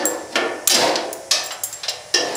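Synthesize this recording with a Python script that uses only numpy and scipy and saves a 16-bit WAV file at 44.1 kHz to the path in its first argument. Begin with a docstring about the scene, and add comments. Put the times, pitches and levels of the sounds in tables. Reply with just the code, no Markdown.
"""Padlock on a door bolt

A padlock with its keys is handled on the steel bolt of a wooden door, in a hard, echoing room.
Steel rubs on steel in tiny slips, loudest when the bolt scrapes along in its guides.
Lock and bolt knock together, so the steel rings and the door booms.
Close by, the lock snaps and the keys clink. A faint hiss lies under it all."""
import sys
import numpy as np
from scipy import signal
from scipy.fft import rfft, irfft
from scipy.io import wavfile

SR = 44100
rng = np.random.default_rng(int(sys.argv[2]) if len(sys.argv) > 2 else 0)


def pcm_store(signal):
    """Save signal as 16-bit PCM."""
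    levels = np.round(np.clip(np.atleast_2d(signal), -1, 1) * 32767)
    wavfile.write(sys.argv[1], SR, levels.astype(np.int16).T)


N = 104296

# Levels in the tables are relative; t60 is the time a sound takes to fade by 60 dB.
# tone of the background hiss: f/Hz, level/dB
HISS_TONE = [(25, -32), (100, -4.5), (300, -19), (600, -2), (1300, -16.5), (2000, -12.5), (2700, -20),
             (4300, -20), (5300, -10), (10500, -17.5), (12500, -33.5), (15500, -30)]
# how long the room echoes: f/Hz, t60/s
ECHO_FADE = [(100, 0.21), (400, 1.0), (1000, 0.77), (2000, 0.7), (4000, 0.43), (7000, 0.52), (11000, 0.38),
             (16000, 0.27)]
# how strongly it echoes: f/Hz, level/dB
ECHO_TONE = [(100, -10), (450, 16), (800, 15), (1400, 10.5), (3000, 5.5), (6000, 0), (12000, -2)]
# ringing tones of the door, the bolt and the keys: f/Hz, level/dB, t60/s
DOOR_TONES = [(314, 0, .6), (356, -1, .55), (429, -6, .5), (498, -2, .55), (544, -4, .55), (604, -6, .6),
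              (660, -7, .5), (708, -8, .5), (754, -5, .5), (1060, -11, .6), (1130, -10, .6)]
BOLT_TONES = [(1753, -3, .9), (1800, -2, .9), (2826, -14, .6), (3120, -9, .5), (3192, -9, .4),
              (3413, -11, .5), (3989, -8, .5), (4651, -13, .3), (4849, -7, .45), (4970, -13, .4),
              (5415, -9, .3), (5478, -12, .4), (5652, -15, .45), (5965, -11, .45)]
KEY_TONES = [(7040, -17, .12), (7452, -7, .2), (7555, 0, .18), (9900, -15, .12), (10930, -12, .15),
             (12470, -18, .18), (12690, -16, .16), (15280, -15, .16)]
# broad peaks and dips in the tone of door and fittings: f/Hz, width/Hz, lift/dB
RESONANCES = [(340, 40, 3), (1775, 90, 5), (2350, 200, -2), (3080, 260, 3), (3600, 230, -4),
              (4350, 200, -2.5), (5420, 480, 4.4)]
# the bolt sliding and the lock rubbing: t/s, door rumble/dB, steel rasp/dB
RUB_LEVELS = [(0, -39, -78), (.12, -37, -42.5), (0.281, -54, -60), (0.328, -35, -35), (0.369, -29, -52),
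              (.48, -42, -85), (.53, -92, -59), (.62, -40, -62), (.67, -49, -88), (0.752, -22.5, -19),
              (0.839, -19.5, -23.5), (0.899, -32.5, -28.5), (.97, -32, -60), (1.25, -66, -59),
              (1.379, -37.5, -98), (1.7, -101, -48.5), (2.12, -96, -52.5), (2.189, -29.5, -38.5),
              (2.36, -33.5, -33.5)]
# tone of the door's rumble, the steel's rasp, a blow and a tick: f/Hz, level/dB
RUMBLE_TONE = [(40, -55), (120, -7.5), (240, -5), (1000, -3), (1700, -13.5), (2600, -15.5), (8000, -43.5)]
RASP_TONE = [(300, -21), (1200, 3), (3000, 3), (4900, 7.5), (6500, -2), (9000, -7.5), (15000, -21.5)]
BLOW_TONE = [(100, -65), (220, 7.5), (330, 13), (600, 14.5), (1000, 5.5), (5500, 8.5), (8000, 2),
             (10500, 0.5), (13000, -12), (16000, -10)]
TICK_TONE = [(200, -37), (600, -28), (1300, -16.5), (3000, -7.5), (4500, -7), (6800, 8.5), (8600, 4.5),
             (10300, 9.5), (12000, 1), (15500, 7)]
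# where the six levels of a knock apply, from low boom to sharp edge: f/Hz
KNOCK_BANDS = [300, 600, 1400, 3100, 5400, 10000]
# knocks on the bolt: t/s, chatter t60/s, six times level/dB, echo and ringing/dB,
# resonance depth (a factor), door tone hit hardest/Hz, steel tone hit hardest/Hz
BOLT_KNOCKS = [(-.03, 0.06, -27.5, -29, -31, -34, -27.5, -44, -0.5, 0.15, 512, 1910),
               (.03, 0.016, -21.5, -39.5, -26, -52, -54, -68, -3.5, 2, 314, 1775),
               (0.3555, 0.072, -21.5, -20.5, -15.5, -18.5, -25.5, -32, -6.5, 0.22, 360, 2160),
               (0.6972, 0.068, -42, -35, -36.5, -28.5, -22, -22, 5.5, 0.47, 353, 5000),
               (.715, 0.036, -32.5, -46, -37, -35, -18, -25, -4.5, 0.53, 604, 6060),
               (0.7429, 0.026, -32, -36.5, -35, -19, -19.5, -21, -7, 0.19, 430, 3750),
               (.748, .045, -31, -38, -36, -28, -17.5, -26, -14, .2, 430, 4960),
               (0.9551, 0.045, -34, -38, -32, -24, -21.5, -38, -8.5, 0.1, 530, 4330),
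               (1.31, 0.046, -53.5, -34, -29.5, -22.5, -12.5, -20.5, 0, 0.055, 754, 6700),
               (1.5063, 0.12, -56, -39, -30.5, -32.5, -31.5, -48, -9.5, 0.25, 430, 3230),
               (1.8326, 0.16, -60, -41, -35, -30, -32.5, -43, -9, 0.18, 610, 3989),
               (1.8816, 0.11, -53, -30, -36.5, -23, -22, -41, -10, 0.45, 604, 3989),
               (2.1397, 0.062, -31.5, -28.5, -33, -23, -18, -28.5, -1.5, 2.3, 497, 1640)]
# lock snaps and key clinks: t/s, tick/dB, tick t60/s, key ring/dB, tilt/(dB per octave),
# time until the hand damps the keys/s
SNAPS_AND_CLINKS = [(0.0541, -9, 0.008, -14.5, 1.5, 0.061), (0.6738, -10.5, 0.021, -33, -14, 0.12),
                    (0.6763, -8, 0.017, -19, 1.5, .1), (0.747, -30, .02, -19.5, -8, .12),
                    (1.1287, -27, 0.042, -80, -1.5, 0.043), (1.438, -63, 0.018, -33, 11, 0.032),
                    (1.461, -50, 0.018, -26, 5, 0.0053), (1.52, -54, .02, -28, 1, 0.025),
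                    (1.6350, -22, 0.07, -26, 0, 0.081), (1.727, -32, 0.062, -25.5, -8, 0.11),
                    (1.892, -33, .03, -26, -4, 0.014), (2.353, -31, 0.036, -22, -4, 0.043)]

LEAD_S = .1  # head start, so things already ring when the sound begins


def amp(db):
    """Turns decibels into a gain."""
    return 10 ** (np.asarray(db) / 20)


def unit(x):
    """Scales a signal to an average (rms) level of 1."""
    return x / np.sqrt(np.mean(x ** 2) + 1e-20)


def read(points, hz):
    """Looks up a table between its rows, on a scale of octaves."""
    f, value = np.transpose(points)
    return np.interp(np.log(hz + 1), np.log(f + 1), value)


def add(mix, s, sound):
    """Mixes a sound in at s seconds."""
    part = mix[max(0, round((s + LEAD_S) * SR)):][:len(sound)]
    part += sound[:len(part)]


def colour(x, db_at, size=4096):
    """Filters by db_at(hz) decibels, with no sound leaking ahead of a hit."""
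    log_gain = np.log(amp(db_at(abs(np.fft.fftfreq(size, 1 / SR)))))
    response = np.exp(np.conj(signal.hilbert(log_gain)))
    taps = np.fft.ifft(response).real
    return signal.fftconvolve(x, taps[:size // 2])[:len(x)]


def hiss(level_db=-42.5):
    """Steady background noise."""
    gain = amp(read(HISS_TONE, np.fft.rfftfreq(N, 1 / SR)))
    return amp(level_db) * unit(irfft(rfft(rng.standard_normal(N)) * gain, N))


def echo(x, rise_s=0.00097):
    """Hard walls throw sound back as a smooth tail, longest and strongest in the low middle."""
    hz, t, noise = signal.stft(rng.standard_normal(SR), SR, nperseg=256)
    fade = np.exp(-np.log(1000) * t / read(ECHO_FADE, hz)[:, None])
    fade *= amp(read(ECHO_TONE, hz))[:, None] / np.sqrt(SR * np.mean(fade ** 2, axis=1, keepdims=True))
    tail = signal.istft(noise * fade, SR, nperseg=256)[1][:SR]
    rise = 1 - np.exp(-np.arange(SR) / SR / rise_s)
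    return signal.fftconvolve(x, tail * rise)[:len(x)]


def in_room(tones, echo_db=-7):
    """Ringing reaches the ear directly and by way of the walls."""
    return tones + amp(echo_db) * echo(tones)


def body(hz):
    """Door and fittings lift some pitches and weaken others; the result is in dB."""
    return sum(db * bump(hz, f, width) for f, width, db in RESONANCES)


def bump(hz, centre_hz, width_hz):
    """A bell curve of height 1 around one pitch."""
    return np.exp(-((hz - centre_hz) / width_hz) ** 2)


def ring(tones):
    """A struck object rings as fading sine waves, each with a random phase."""
    t = np.arange(SR) / SR
    return sum(amp(db) * np.exp(-np.log(1000) * t / t60) * np.sin(2 * np.pi * (hz * t + rng.random()))
               for hz, db, t60 in tones)


def excite(tones, force):
    """An ongoing force keeps an object ringing."""
    response = ring(tones)
    return signal.fftconvolve(force, response / np.linalg.norm(response))[:len(force)]


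def rubbing(t, slips_per_s=1800, spread_db=4.5):
    """Tiny slips of steel on steel rasp in the bolt, rumble in the door and keep both ringing."""
    times, rumble_db, rasp_db = np.transpose(RUB_LEVELS)
    push = amp(np.interp(t, times, rumble_db))
    grind = amp(np.interp(t, times, rasp_db))
    slips = np.sign(rng.standard_normal(len(t))) * (rng.random(len(t)) < slips_per_s / SR)
    strength = amp(spread_db * np.minimum(rng.exponential(1, len(t)), 2))
    slips = unit(slips * strength)
    rumble = unit(colour(slips, lambda hz: read(RUMBLE_TONE, hz) + body(hz))) * push
    rasp = unit(colour(slips, lambda hz: read(RASP_TONE, hz))) * grind
    ringing = amp(-6) * excite(DOOR_TONES, slips * push) + amp(-17) * excite(BOLT_TONES, slips * grind)
    direct = amp(-7) * rumble + amp(-3) * rasp
    return direct + in_room(ringing) + echo(amp(-11) * rumble + amp(-4) * rasp)


def chatter(t60, hold_s=0, rise_s=0.00084):
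    """Steel hits steel in a dense burst of contacts that dies away after hold_s."""
    t = np.arange(SR) / SR
    rise = np.minimum(t / rise_s, 1)
    fade = np.exp(-np.log(1000) * np.maximum(t - hold_s, 0) / t60)
    return np.tanh(rng.standard_normal(SR)) * rise * fade


def knock(t60, levels, tail_db, depth, door_hz, steel_hz, swell_s=0.0085):
    """A blow rings the bolt and makes the door boom. Where it lands decides which tones stand out."""
    def tone_db(hz):
        return read(list(zip(KNOCK_BANDS, levels)), hz) + 3 * bump(hz, steel_hz, width_hz=263)

    rattle = chatter(t60, hold_s=0.0056)
    blow = amp(8) * colour(rattle, lambda hz: tone_db(hz) + read(BLOW_TONE, hz) + depth * body(hz))
    steel = ring([(hz, db + tone_db(hz) + (depth - 1) * body(hz) / 2, decay)
                  for hz, db, decay in BOLT_TONES])
    panels = ring([(hz, db + tone_db(hz) + 7.5 * bump(hz, door_hz, width_hz=25.2), decay)
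                   for hz, db, decay in DOOR_TONES])
    swell = 1 - np.exp(-np.arange(SR) / SR / swell_s)  # the wood takes a moment to get moving
    wood = amp(-5) * panels * swell
    return blow + amp(tail_db) * (echo(blow) + steel + in_room(wood))


def clink(tick_db, t60, ring_db, tilt_db, free_s, pivot_hz=7500, detune=.005, damping_s=0.014):
    """A bright tick rings the keys, a little differently each time, until the hand damps them."""
    def tone_db(hz):
        return read(TICK_TONE, hz) + tilt_db * np.log2(np.maximum(hz / pivot_hz, .5))

    tick = amp(tick_db + 9) * colour(chatter(t60), tone_db)
    tones = [(hz * (1 + detune * (2 * rng.random() - 1)), db + tilt_db * np.log2(hz / pivot_hz), decay)
             for hz, db, decay in KEY_TONES]
    damping = np.exp(-np.maximum(np.arange(SR) / SR - free_s, 0) / damping_s)
    keys = amp(ring_db) * ring(tones) * damping
    return tick + keys + echo(amp(-7) * tick + amp(-8) * keys)


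def scene():
    """Rubbing, knocks and clinks over the hiss, in one channel."""
    lead = round(LEAD_S * SR)
    mix = rubbing(np.arange(-lead, N) / SR)
    for s, t60, *levels, tail_db, depth, door_hz, steel_hz in BOLT_KNOCKS:
        add(mix, s, knock(t60, levels, tail_db, depth, door_hz, steel_hz))
    for s, *settings in SNAPS_AND_CLINKS:
        add(mix, s, clink(*settings))
    return (mix[lead:] + hiss())[None]


def record(dry):
    """Clips the loudest snaps, then cuts the treble above 15600 Hz."""
    lowpass = signal.firwin(255, 15600, window=("kaiser", 9), fs=SR)
    return signal.oaconvolve(np.clip(dry, -1, 1), lowpass[None], "same")


dry = scene()
out = record(dry)
pcm_store(out)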